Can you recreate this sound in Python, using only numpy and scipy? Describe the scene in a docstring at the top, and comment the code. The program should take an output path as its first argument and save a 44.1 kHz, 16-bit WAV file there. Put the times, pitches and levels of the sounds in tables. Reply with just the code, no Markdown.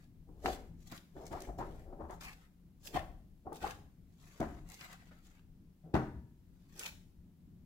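"""Hands leaf through a large book of stiff, glossy paper on a wooden table, close to the microphone.
A small room rumbles softly throughout. First a sheet slides with a hiss, swings through the air and
buckles with a hollow flap. Its edge ticks, it lands with a slap and a knock, and the book bumps the table.
More pages follow, some fluttering or rasping. Near 4.4 s and 5.9 s a bundle lands with a heavier thump,
and near 6.8 s a last sheet slides and ticks."""
import sys
import numpy as np
from scipy import signal
from scipy.fft import rfft, irfft, next_fast_len
from scipy.io import wavfile
from scipy.ndimage import uniform_filter1d, map_coordinates

SR = 44100
rng = np.random.default_rng(int(sys.argv[2]) if len(sys.argv) > 2 else 0)


def digitize_waveform(pressure):
    """Quantize a signal to 16-bit integers and store it at the path in sys.argv[1].

    Rows of a 2-D input are taken as channels; values are limited to [-1, 1].
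    """
    field = np.atleast_2d(pressure).T
    bounded = np.clip(field, -1, 1)
    quanta = np.round(bounded * 32767).astype(np.int16)
    wavfile.write(sys.argv[1], SR, quanta)


N = 337365
HIT = int(.7 * SR)  # samples set aside for one short sound or echo
SLIDE_RELEASE_S, SWING_RISE_S = 0.055, .014  # time to fall 20 dB, time to climb 20 dB

# How alike left and right are (1 = the same) for rumble, paper and room air: pitch_hz, likeness
RUMBLE_LIKENESS = [(30, 0.87), (150, 1), (500, 0.61), (2000, 0.067), (10000, 0.042)]
PAPER_LIKENESS = [(300, 0.91), (750, 0.56), (1300, 0.24), (2500, 0.079), (12000, 0.087)]
ROOM_LIKENESS = [(150, 1), (700, 0.9), (1300, 0.046), (10000, 0.018)]


def amp(db):
    """Turn decibels into a gain to multiply by."""
    return 10 ** (np.asarray(db) / 20)


def unit(x):
    """Scale a sound to an average power of 1."""
    return x / np.sqrt(np.mean(x ** 2) + 1e-20)


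def along(points, hz):
    """Read between (pitch_hz, value) points on a logarithmic pitch scale."""
    pitches, values = np.transpose(points)
    return np.interp(np.log(hz + 1), np.log(pitches + 1), values)


def wobble(rate):
    """A smooth random curve through rate points a second."""
    points = rng.standard_normal(int(N * rate / SR) + 4)
    return map_coordinates(points, [np.arange(N) * rate / SR])


def swell(start_s, rise_s, hold_s, release_s):
    """Gain of one movement: full at start_s, it climbs 20 dB per rise_s and falls 20 dB per release_s."""
    t = np.arange(N) / SR - start_s
    return amp(20 * (np.minimum(t, 0) / max(rise_s, 1e-3) - np.maximum(t - hold_s, 0) / release_s))


def filtered(x, response):
    """Multiply each frequency of a sound by response(hz)."""
    n = x.shape[-1]
    padded = next_fast_len(n + SR // 10)
    return irfft(rfft(x, padded) * response(np.fft.rfftfreq(padded, 1 / SR)), padded)[..., :n]


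def coloured(x, colour):
    """Give a sound a tone colour made of (pitch_hz, level_db) points."""
    return filtered(x, lambda hz: amp(along(colour, hz)))


def noise(n, likeness):
    """White stereo noise whose two sides agree as far as likeness says."""
    def shares(hz):
        angle = np.arccos(np.clip(along(likeness, hz), -1, 1)) / 2
        return np.array([np.cos(angle), np.sin(angle)])
    mid, side = filtered(rng.standard_normal((2, n)), shares)
    return np.array([mid + side, mid - side])


def click(colour, size=2048):
    """The shortest click that has this tone colour."""
    cepstrum = irfft(np.log(amp(along(colour, np.fft.rfftfreq(size, 1 / SR)))))
    cepstrum[1:size // 2] *= 2  # folding it this way packs the energy at the start
    cepstrum[size // 2 + 1:] = 0
    return irfft(np.exp(rfft(cepstrum)))


def ring(modes, soft_hz, size=4096):
    """A few resonances answer one soft push, dulled above soft_hz."""
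    f = np.fft.rfftfreq(size, 1 / SR)
    body = sum((-1) ** k * amp(db) * 1j * f * width / (hz * hz - f * f + 1j * f * width)
               for k, (hz, width, db) in enumerate(modes))
    return signal.sosfilt(signal.butter(4, soft_hz, fs=SR, output="sos"), irfft(body))


def linger(modes, onset_s=0.0046, blur=.005):
    """Wavering tones ring on after a blow; blur is their width as a share of their pitch."""
    t = np.arange(HIT) / SR
    tone = np.zeros(HIT)
    for hz, db, fade_60db_s in modes:
        wander = np.cumsum(rng.standard_normal(HIT)) * np.sqrt(2 * np.pi * blur * hz / SR)
        tone += amp(db - 60 * t / fade_60db_s) * np.sin(2 * np.pi * hz * t + wander)
    return np.tile(tone * (1 - np.exp(-t / onset_s)), (2, 1))


def strike(pulse, life_s, flutter, size=4096):
    """A push and the dying flutter after it, both with the tone of pulse."""
    age = np.arange(size) / SR / life_s
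    shake = noise(size, PAPER_LIKENESS) * np.exp(-age) * (1 - np.exp(-4 * age))
    shake *= flutter / np.linalg.norm(shake[0])
    shake[:, 0] += 1  # the push
    sound = signal.fftconvolve(shake, pulse[None], axes=1)
    return sound / np.abs(sound.mean(0)).max()


def in_room(x, wet_db, near, build_s=0.0011, echoes=6):
    """Add close echoes off pages and table (gain near) and the room's fading tail (level wet_db)."""
    # How long the room rings: pitch_hz, fade_60db_s
    fade_times = [(100, 0.95), (300, 0.56), (1000, 0.42), (2000, 0.46), (4000, 0.43), (14000, 0.53)]
    hz, t, bands = signal.stft(noise(HIT, ROOM_LIKENESS), SR, nperseg=256)
    fading = bands * amp(-60 * t / along(fade_times, hz)[:, None])
    tail = signal.istft(fading * (1 - np.exp(-t / build_s)), SR, nperseg=256)[1]
    answer = amp(wet_db) * tail / np.linalg.norm(tail[0])
    answer[:, 0] += 1  # the direct sound
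    for side in answer:
        delays = (rng.uniform(.0002, .004, echoes) * SR).astype(int)
        side[delays] += near * rng.choice([-1, 1], echoes)
    return signal.fftconvolve(x, answer, axes=1)


def off_centre(x, lead_s):
    """A sound from one side reaches the left channel lead_s before the right."""
    return filtered(x, lambda hz: np.exp(1j * np.pi * lead_s * np.outer([1, -1], hz)))


def add(track, start_s, sound):
    """Mix a sound into the track at a given time."""
    part = track[:, max(round(start_s * SR), 0):][:, :sound.shape[1]]
    part += sound[:, :part.shape[1]]


def room_tone(level_db=-59.5):
    """A low, gently heaving rumble under a faint hiss."""
    # Tone of the quiet room: pitch_hz, level_db
    room_colour = [(15, -24.5), (25, 1.5), (42, -9.5), (70, -6), (120, -12), (145, -8), (172, -1.5),
                   (215, -12.5), (260, -13.5), (370, -23.5), (480, -32), (820, -38), (1200, -42.5),
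                   (3000, -45.5), (7700, -49.5), (8800, -51.5), (11000, -47.5), (15000, -47)]
    air = coloured(noise(N, RUMBLE_LIKENESS), room_colour)
    low = filtered(air, lambda hz: 1 / (1 + (hz / 400) ** 2))
    heave = amp(3 * wobble(11) - .5)
    return amp(level_db) * unit(air + low * (heave - 1))


def slide_gains(sag_db_per_s=18):
    """How strong the hiss and scrape are over time; the hiss thins as each sheet slows."""
    # Paper slides on paper: start_s, rise_s, hold_s, hiss_db, scrape_db
    strokes = [(0.0, .01, 0.043, -75, -73), (0.465, 0.049, 0.071, -53, -52.5),
               (0.817, 0.061, .07, -73, -76.5), (0.875, .012, .009, -62, -76),
               (0.918, 0.012, 0.044, -60, -57.5), (1.194, 0.11, 0.063, -69.5, -73),
               (1.268, 0.025, 0.015, -68, -71.5), (1.322, 0.019, 0.15, -66.5, -64),
               (1.589, 0.012, 0.014, -63, -81.5), (1.645, -0.04, 0.18, -74, -71.5),
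               (2.118, 0.045, 0.027, -67.5, -81.5), (2.209, 0.005, 0.044, -56.5, -58),
               (2.281, 0.064, 0.03, -64.5, -56.5), (2.375, 0.017, 0.087, -79.5, -71),
               (2.87, 0.042, 0.0072, -51.5, -60), (2.95, 0.0175, 0.013, -56.5, -42.5),
               (3.55, 0.03, 0.026, -60.5, -67.5), (3.628, 0.025, 0.083, -58.5, -51),
               (4.258, 0.15, 0.33, -69, -68.5), (4.711, 0.067, 0.029, -63.5, -61),
               (4.813, 0.07, 0.014, -59, -60.5), (4.844, 0.01, 0.044, -68.5, -64.5),
               (4.929, 0.082, 0.0081, -67.5, -61.5), (4.996, 0.2, 0.19, -77, -72),
               (5.254, 0.047, 0.016, -70.5, -76), (5.307, 0.072, .09, -80.5, -74.5),
               (6.672, 0.41, 0.055, -84, -83), (6.797, 0.061, 0.036, -58.5, -61.5),
               (6.857, 0.095, 0.02, -51.5, -53)]
    t, hiss, scrape = np.arange(N) / SR, np.zeros(N), np.zeros(N)
    for start_s, rise_s, hold_s, hiss_db, scrape_db in strokes:
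        stroke = swell(start_s, rise_s, hold_s, SLIDE_RELEASE_S)
        hiss += stroke * amp(hiss_db - sag_db_per_s * np.clip(t - start_s, 0, hold_s))
        scrape += stroke * amp(scrape_db)
    return hiss, scrape


def patchy(x, depth_db, size=1024):
    """Narrow resonances come and go as the sheet changes its bend."""
    bands = signal.stft(x, nperseg=size)[2]
    patches = uniform_filter1d(rng.standard_normal(bands.shape[1:]), size=3, axis=0)  # smooth in pitch
    patches = uniform_filter1d(patches, size=6, axis=1)  # and in time
    return signal.istft(bands * amp(depth_db * np.minimum(unit(patches), 2)), nperseg=size)[1][:, :N]


def friction(colour, slips_per_s, grain_share, spread_db):
    """Countless paper fibres catch and slip: a rush with single slips standing out."""
    slips = (rng.random(N) < slips_per_s / SR) * amp(spread_db * np.minimum(rng.standard_normal(N), 2))
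    fade = np.exp(-np.arange(SR // 50) / SR / 0.0028)
    power = np.abs(signal.fftconvolve(slips ** 2, fade)[:N])
    rush = patchy(noise(N, PAPER_LIKENESS), depth_db=5)
    grains = rush * np.sqrt(1 - grain_share + grain_share * power / power.mean())
    return unit(coloured(grains, colour))


def slides(hiss_gain, scrape_gain):
    """A light touch hisses; pressing on the sheet adds a lower, crinkly scrape."""
    # Tone of light and of pressed sliding: pitch_hz, level_db
    hiss_colour = [(1500, -23), (3500, 2), (5000, -0.5), (7700, 1.5), (8800, -10), (11000, -4), (15000, -7)]
    scrape_colour = [(150, -25), (400, -2), (750, 3), (1000, 0), (1400, 0), (1800, 1), (2300, -1.5),
                     (3600, -7.5), (6000, -17), (15000, -23)]
    hiss = hiss_gain * friction(hiss_colour, slips_per_s=370, grain_share=0.81, spread_db=-2.0)
    scrape = scrape_gain * friction(scrape_colour, slips_per_s=150, grain_share=0.31, spread_db=-3.5)
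    grip = amp(1.5 * wobble(60))  # the sheet catches and lets go
    return in_room(grip * (hiss + scrape), wet_db=-10.5, near=0.036)[:, :N]


def swings(release_s=0.052, settle_s=0.41):
    """A turning sheet wobbles softly and fans a slowly settling draught over the microphone."""
    # A sheet swings through the air: start_s, hold_s, wobble_db, draught_db
    turns = [(0.278, 0.24, -66, -58.5), (0.445, 0.041, -39, -56), (1.159, 0.097, -52, -63),
             (1.309, 0.12, -51, -58.5), (1.472, 0.028, -50.5, -58), (1.579, 0.13, -52.5, -55),
             (1.73, 0.1, -62, -58.5), (1.868, 0.14, -56, -82), (2, 0.033, -52, -67),
             (2.089, 0.012, -57, -57), (2.883, 0.048, -60.5, -66), (2.937, 0.024, -48.5, -47),
             (3.461, 0.07, -49.5, -66.5), (3.624, 0.017, -45.5, -52), (4.4, 0.033, -60, -51.5),
             (5.843, 0.056, -61.5, -71.5), (5.947, 0.036, -42.5, -50), (6.76, 0.054, -63, -72.5)]
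    # Tone of the wobbling sheet and of air on the microphone: pitch_hz, level_db
    sheet_colour = [(60, -6.5), (110, -19.5), (220, -0.5), (350, 2), (580, -2.5), (790, -4.5),
                    (1000, -18.5), (1500, -24), (2500, -46), (6000, -82.5)]
    draught_colour = [(12, -27), (25, -3.5), (60, -9.5), (100, -14), (200, -36.5), (600, -59.5)]
    motion = sum(amp(db) * swell(s, SWING_RISE_S, hold_s, release_s) for s, hold_s, db, _ in turns)
    breeze = sum(amp(db) * swell(s, SWING_RISE_S, hold_s, settle_s) for s, hold_s, _, db in turns)
    sheet = unit(coloured(noise(N, ROOM_LIKENESS), sheet_colour))
    draught = breeze * unit(coloured(noise(N, RUMBLE_LIKENESS), draught_colour))
    waver = amp(0.35 * wobble(70) - 2.0)
    return draught + in_room(motion * waver * sheet, wet_db=-5.0, near=0.015)[:, :N]


def flap(ring_hz, ring_db, thump_db, crack_db, life_s):
    """One flap: the sheet rings hollow, pushes air against the book and cracks."""
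    # Resonances of the bent sheet: pitch_times_ring_hz, width_times_ring_hz, level_db
    sheet_modes = [(.5, 0.2, -12.5), (.82, 0.055, -4.5), (.94, 0.076, -2.5), (1.04, 0.099, 0),
                   (1.42, 0.14, -8.5), (1.85, 0.16, -19.5)]
    # Resonances of the block of pages and the air under it: pitch_hz, width_hz, level_db
    book_modes = [(63.5, 25, -3.5), (139.4, 27.5, 1), (226.6, 21, 0), (314.4, 43, 1)]
    # Tone of the crack: pitch_hz, level_db
    crack_colour = [(400, -34), (900, -20), (1300, -2.5), (2000, -11), (3000, -23), (6000, -31.5),
                    (15000, -44)]
    sheet = ring([(pitch * ring_hz, width * ring_hz, db) for pitch, width, db in sheet_modes], 1450)
    hollow = amp(ring_db - 5.0) * strike(sheet, life_s, flutter=1.0)
    thump = amp(thump_db - 1.5) * strike(ring(book_modes, soft_hz=503), life_s, flutter=0.36)
    crack = amp(crack_db - 7.0) * strike(click(crack_colour, size=4096), life_s, flutter=3.7)
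    return in_room(hollow + thump, wet_db=-5.5, near=0.21) + in_room(crack, wet_db=-2.5, near=0.095)


def buckles():
    """A lifted sheet flips its bend with a single flap."""
    # Flaps in mid-air: start_s, level_db, pitch_hz, thump_offset_db, crack_offset_db
    flips = [(0.289, -55, 697, 6.5, -27), (0.92, -44.5, 700, 2, -1), (1.165, -47, 726, 6, -7),
             (1.312, -39.5, 650, 1, -9), (1.488, -37, 718, -4.5, -14), (1.586, -32, 703, -2.5, -12.5),
             (1.926, -41, 688, -3, -18), (2.006, -39, 682, -7.5, -17), (2.096, -35.5, 745, -12, -12),
             (2.124, -40, 857, -8, -13), (2.9441, -35, 690, 3.5, -13), (3.467, -37.5, 774, -4, -28),
             (3.52, -36, 822, -10, -16), (4.808, -51.5, 980, -8, 8), (5.111, -54.5, 600, -10, 2.5),
             (6.851, -46, 840, -21, -16.5)]
    out = np.zeros((2, N))
    for start_s, db, hz, thump_db, crack_db in flips:
        add(out, start_s, flap(hz, db, db + thump_db, db + crack_db, life_s=0.014))
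    return out


def stray_ticks(hiss_gain, tries_per_s=7.2, least_hiss_db=-76.5, bright_hz=5850, snap_db=-6):
    """Extra rows for ticks(): chance ticks, as strong as the sliding that sheds them."""
    rows = []
    for when, size, side in rng.random((int(tries_per_s * N / SR), 3)):
        at = int(when * N)
        hiss_db = 20 * np.log10(hiss_gain[at] + 1e-9)
        if hiss_db > least_hiss_db:
            level_db = hiss_db + 6 + 4.5 * (2 * size - 1)
            pan_db = -5.5 * (2 * side - 1)
            rows.append((at / SR, level_db, bright_hz, snap_db, pan_db))
    return rows


def ticks(hiss_gain):
    """A stiff edge slips off a finger or another page in a tiny burst of cracks."""
    # An edge flicks free: start_s, level_db, bright_hz, snap_offset_db, left_over_right_db
    flicks = [(.443, -46.5, 7500, -22.5, -4), (0.4599, -35, 4460, 7.5, -7), (0.922, -38, 4330, -16, -14.5),
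              (0.9765, -36, 4450, -7.5, 2), (1.2548, -44.5, 6590, -27, -1), (1.2662, -36, 6440, -25, 1),
              (1.278, -43, 6500, -24, -1), (1.4042, -36.5, 6570, -20, -6), (1.4201, -33, 6750, -18, -1),
              (2.108, -47, 7100, -23, 6), (2.21, -41, 4780, -20, 2), (2.331, -45, 4500, -8, -3),
              (2.872, -37.5, 4020, -4.5, -17), (2.9439, -38, 4200, -6, 3.5), (2.962, -37.5, 3546, -5, 2),
              (3.529, -42, 10000, -15, -5), (3.5575, -42.5, 7500, -8, -7), (3.675, -39, 4800, -3, -5),
              (3.7085, -37.5, 6500, -1.5, -7), (4.403, -36, 5660, -14, 2.5),
              (4.6886, -46.5, 7640, -22, -11), (4.6993, -45, 7000, -18, 11), (4.7182, -41, 6600, -10, -7),
              (4.742, -38.5, 6500, -18, -7), (4.748, -41, 6000, -18, -1), (4.81, -42, 5000, 1, 2.5),
              (4.85, -48.5, 4500, -1, -1.5), (4.929, -41.5, 7800, -4, -4.5), (5.9421, -39.5, 5500, 4, 0.5),
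              (6.7935, -29, 8000, -11, -5), (6.799, -37.5, 7700, -12, -5.5), (6.8598, -32, 5360, 1, -1)]
    # Tone of the bright rim: pitch_times_bright_hz, level_db
    edge_colour = [(.25, -33), (.6, -3.5), (1, 2.5), (1.3, -3.5), (1.999, -10), (3.5, -8)]
    # Tone of the lower snap of the sheet behind it: pitch_hz, level_db
    snap_colour = [(600, -51), (1500, -9.5), (2500, 2), (3800, 0), (6000, -10), (15000, -55)]
    out, snap = np.zeros((2, N)), click(snap_colour)
    for start_s, db, bright_hz, snap_db, pan_db in flicks + stray_ticks(hiss_gain):
        edge = click([(multiple * bright_hz, level) for multiple, level in edge_colour])
        burst = strike(edge, life_s=0.0016, flutter=9)
        burst += amp(snap_db) * strike(snap, life_s=0.0039, flutter=5.7)
        pan = amp([[pan_db / 2], [-pan_db / 2]])
        add(out, start_s, amp(db - 7.5) * pan * in_room(burst, wet_db=-5.5, near=0.21))
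    return out


def landings(contacts=4, cushion_db=-7.5, thump_loss_db=5, crack_loss_db=3, afterring_db=-18.5):
    """Pages thump on a cushion of air, slap down and patter to rest; the table and room ring on."""
    # Pages land: start_s, level_db, pitch_hz, thump_offset_db, crack_offset_db, gap_s, ring_loss_db
    falls = [(0.4461, -30, 730, -6, -7.5, 0.011, -1), (1.321, -34.5, 666, -17, -11, 0.0089, 1),
             (1.597, -34.5, 774, -2.5, -6.5, .0095, 5), (2.951, -29.5, 722, -13, -8, 0.0069, -2),
             (3.6313, -29.5, 808, -15.5, -10.5, .012, 8), (4.4, -25.5, 679, 0, -8.5, 0.0128, 5),
             (5.939, -20.5, 787, 2.5, -4.5, 0.012, 5)]
    # Resonances of the table and room that ring on after a landing: pitch_hz, level_db, fade_60db_s
    afterring_modes = [(68.9, -5, 0.59), (151.2, -6, 0.32), (212, 0, 0.5), (307.5, -1.5, 0.48),
                       (387, -4.5, 0.57), (445, -8, 0.22), (639, -4.5, 0.19), (781, -20.5, 0.46),
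                       (950, -12.5, 0.62), (1125, -9.5, 0.33), (1290, -18, 0.21), (1510, -13.5, 0.45),
                       (1720, -17.5, 0.64), (1981, -22, .35)]
    out = np.zeros((2, N))
    for start_s, db, hz, thump_db, crack_db, gap_s, ring_loss_db in falls:
        for k in range(contacts):
            # trapped air softens the ring and crack of the first contact
            ring_level = db + (-ring_loss_db * (k - 1) if k else cushion_db)
            crack_level = db + crack_db + (-crack_loss_db * (k - 1) if k else cushion_db)
            thump_level = db + thump_db - thump_loss_db * k
            ring_hz = hz * (1 + 0.039 * (k - 1))  # climbs as the pocket of air flattens
            contact = flap(ring_hz, ring_level, thump_level, crack_level, life_s=.0055)
            add(out, start_s + k * gap_s, contact)
        add(out, start_s, amp(db + thump_db + afterring_db) * linger(afterring_modes))
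    return out


def slaps():
    """Flat paper hits flat paper with one dry, sharp smack."""
    # A sheet hits the next: start_s, level_db
    smacks = [(0.4591, -17.5), (1.613, -40), (2.9442, -38), (2.972, -28.5), (3.671, -35)]
    # Tone of the smack: pitch_hz, level_db
    smack_colour = [(150, -6.5), (600, -1.5), (1000, -1.5), (2200, -5), (3500, -21), (7000, -28.5),
                    (15000, -36.5)]
    out = np.zeros((2, N))
    for start_s, db in smacks:
        smack = strike(click(smack_colour), life_s=0.0035, flutter=0.47)
        add(out, start_s, amp(db) * in_room(smack, wet_db=-7.5, near=.1))
    return out


def knocks(pan_db=1.5):
    """Air squeezed from between two sheets sings for a few cycles: a hollow knock."""
    # Pockets of air close: loudest_s, level_db, pitch_hz, half_length_s
    pockets = [(0.467, -32, 756, .008), (.4868, -35, 717, .005), (0.504, -34.5, 743, 0.0065),
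               (1.615, -41, 933, 0.0087), (2.9606, -31, 728, .004), (2.971, -28, 747, .005),
               (3.4765, -38, 770, .005), (3.6455, -30, 796, .005), (4.4146, -30, 715, 0.0036),
               (4.4297, -33.5, 728, .003)]
    out, t = np.zeros((2, N)), np.arange(4096) / SR
    pan = amp([[pan_db / 2], [-pan_db / 2]])
    for loudest_s, db, hz, half_s in pockets:
        gain = amp(db) * np.exp(-(t / half_s - 2) ** 2)
        tone = gain * np.sin(2 * np.pi * (hz * t + rng.random()))
        add(out, loudest_s - 2 * half_s, in_room(tone * pan, wet_db=-14, near=.04))
    return out


def bumps(fade_60db_s=0.22):
    """The heavy book rocks dully on the table for a few cycles after each nudge."""
    # The hands shift the book: start_s, level_db, pitch_hz
    nudges = [(.468, -36, 61), (0.602, -47, 58), (0.734, -43.5, 58.7), (1.324, -42, 77.3),
              (1.476, -34.5, 48.6), (1.69, -42, 62.2), (2.025, -39, 72.4), (2.951, -41.5, 74.8),
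              (3.624, -40, 62), (4.511, -44, 62.4), (5.836, -42, 162.5), (6.162, -37.5, 66),
              (7.178, -47.5, 64.6)]
    out = np.zeros((2, N))
    for start_s, db, hz in nudges:
        add(out, start_s, linger([(hz, db, fade_60db_s)], onset_s=0.0076))
    return out


def flutters(contacts_per_s=95, depth_db=4, release_s=0.033):
    """Loose sheets touch quickly and unevenly, which runs together into a papery burr."""
    # Sheets flutter: start_s, hold_s, level_db, pitch_hz
    bursts = [(1.209, 0.034, -56.5, 756), (1.331, 0.044, -50, 990), (1.605, 0.034, -47, 1000),
              (2.004, 0.058, -54.5, 910), (2.098, 0.024, -51.5, 1050), (3.659, 0.019, -45, 1150)]
    # Tone of the burr: multiple_of_pitch, level_db
    burr_colour = [(.15, -13), (.35, -0.5), (.52, -3.5), (.7, -2), (1, -1.5), (1.3, -5.5), (2, -24),
                   (3, -47), (8, -52)]
    out = np.zeros((2, N))
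    for start_s, hold_s, db, hz in bursts:
        colour = [(multiple * hz, level) for multiple, level in burr_colour]
        body = coloured(noise(HIT, PAPER_LIKENESS), colour)
        cycles = contacts_per_s * np.arange(HIT) / SR + np.cumsum(rng.normal(0, 0.014, HIT))
        burr = unit(body * amp(depth_db * np.cos(2 * np.pi * cycles)))
        gain = amp(db) * swell(SWING_RISE_S, SWING_RISE_S, hold_s, release_s)[:HIT]
        add(out, start_s - SWING_RISE_S, in_room(gain * burr, wet_db=-8.5, near=0.087))
    return out


def rasps(sink_octaves_per_s=5.3, width_hz=370, rise_s=0.0098):
    """Rubbing makes a bent sheet rasp at one pitch, which sinks as the bend opens."""
    # A sheet rasps: start_s, hold_s, first_pitch_hz, level_db
    rubs = [(2.21, 0.053, 1360, -63), (2.255, 0.038, 2630, -55.5), (2.271, 0.031, 2010, -59),
            (4.793, 0.053, 2700, -57.5), (4.921, 0.03, 1684, -68), (6.833, 0.031, 2740, -47)]
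    out, t = np.zeros((2, N)), np.arange(HIT) / SR
    for start_s, hold_s, first_hz, db in rubs:
        roughness = unit(filtered(noise(HIT, PAPER_LIKENESS), lambda f: 1 / (1 + (2 * f / width_hz) ** 4)))
        hz = first_hz * 2 ** (-sink_octaves_per_s * np.clip(t - rise_s, 0, hold_s))
        tone = np.sin(2 * np.pi * np.cumsum(hz) / SR)
        gain = amp(db) * swell(rise_s, rise_s, hold_s, SLIDE_RELEASE_S)[:HIT]
        add(out, start_s - rise_s, gain * unit(roughness * tone))
    return out


def scene():
    """The book in its room: pages are picked up on the right and fall to the left."""
    hiss_gain, scrape_gain = slide_gains()
    turning = swings() + buckles() + landings() + knocks() + slaps() + flutters()
    handling = slides(hiss_gain, scrape_gain) + rasps() + ticks(hiss_gain)
    paper = off_centre(turning, lead_s=0.00014) + off_centre(handling, lead_s=-0.0001845)
    return paper + bumps() + room_tone()


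def record(dry, top_hz=15800):
    """The microphone's two sides each have their own tone and keep nothing above top_hz."""
    # Balance of the two sides: pitch_hz, left_over_right_db
    balance = [(30, 4.5), (120, 4), (300, -0.5), (750, 4.5), (1300, 4.5), (2800, 2), (8000, 2.5),
               (13000, -2.5)]
    return filtered(dry, lambda hz: amp(np.outer([1, -1], along(balance, hz)) / 2) * (hz < top_hz))


dry = scene()
out = record(dry)
digitize_waveform(out)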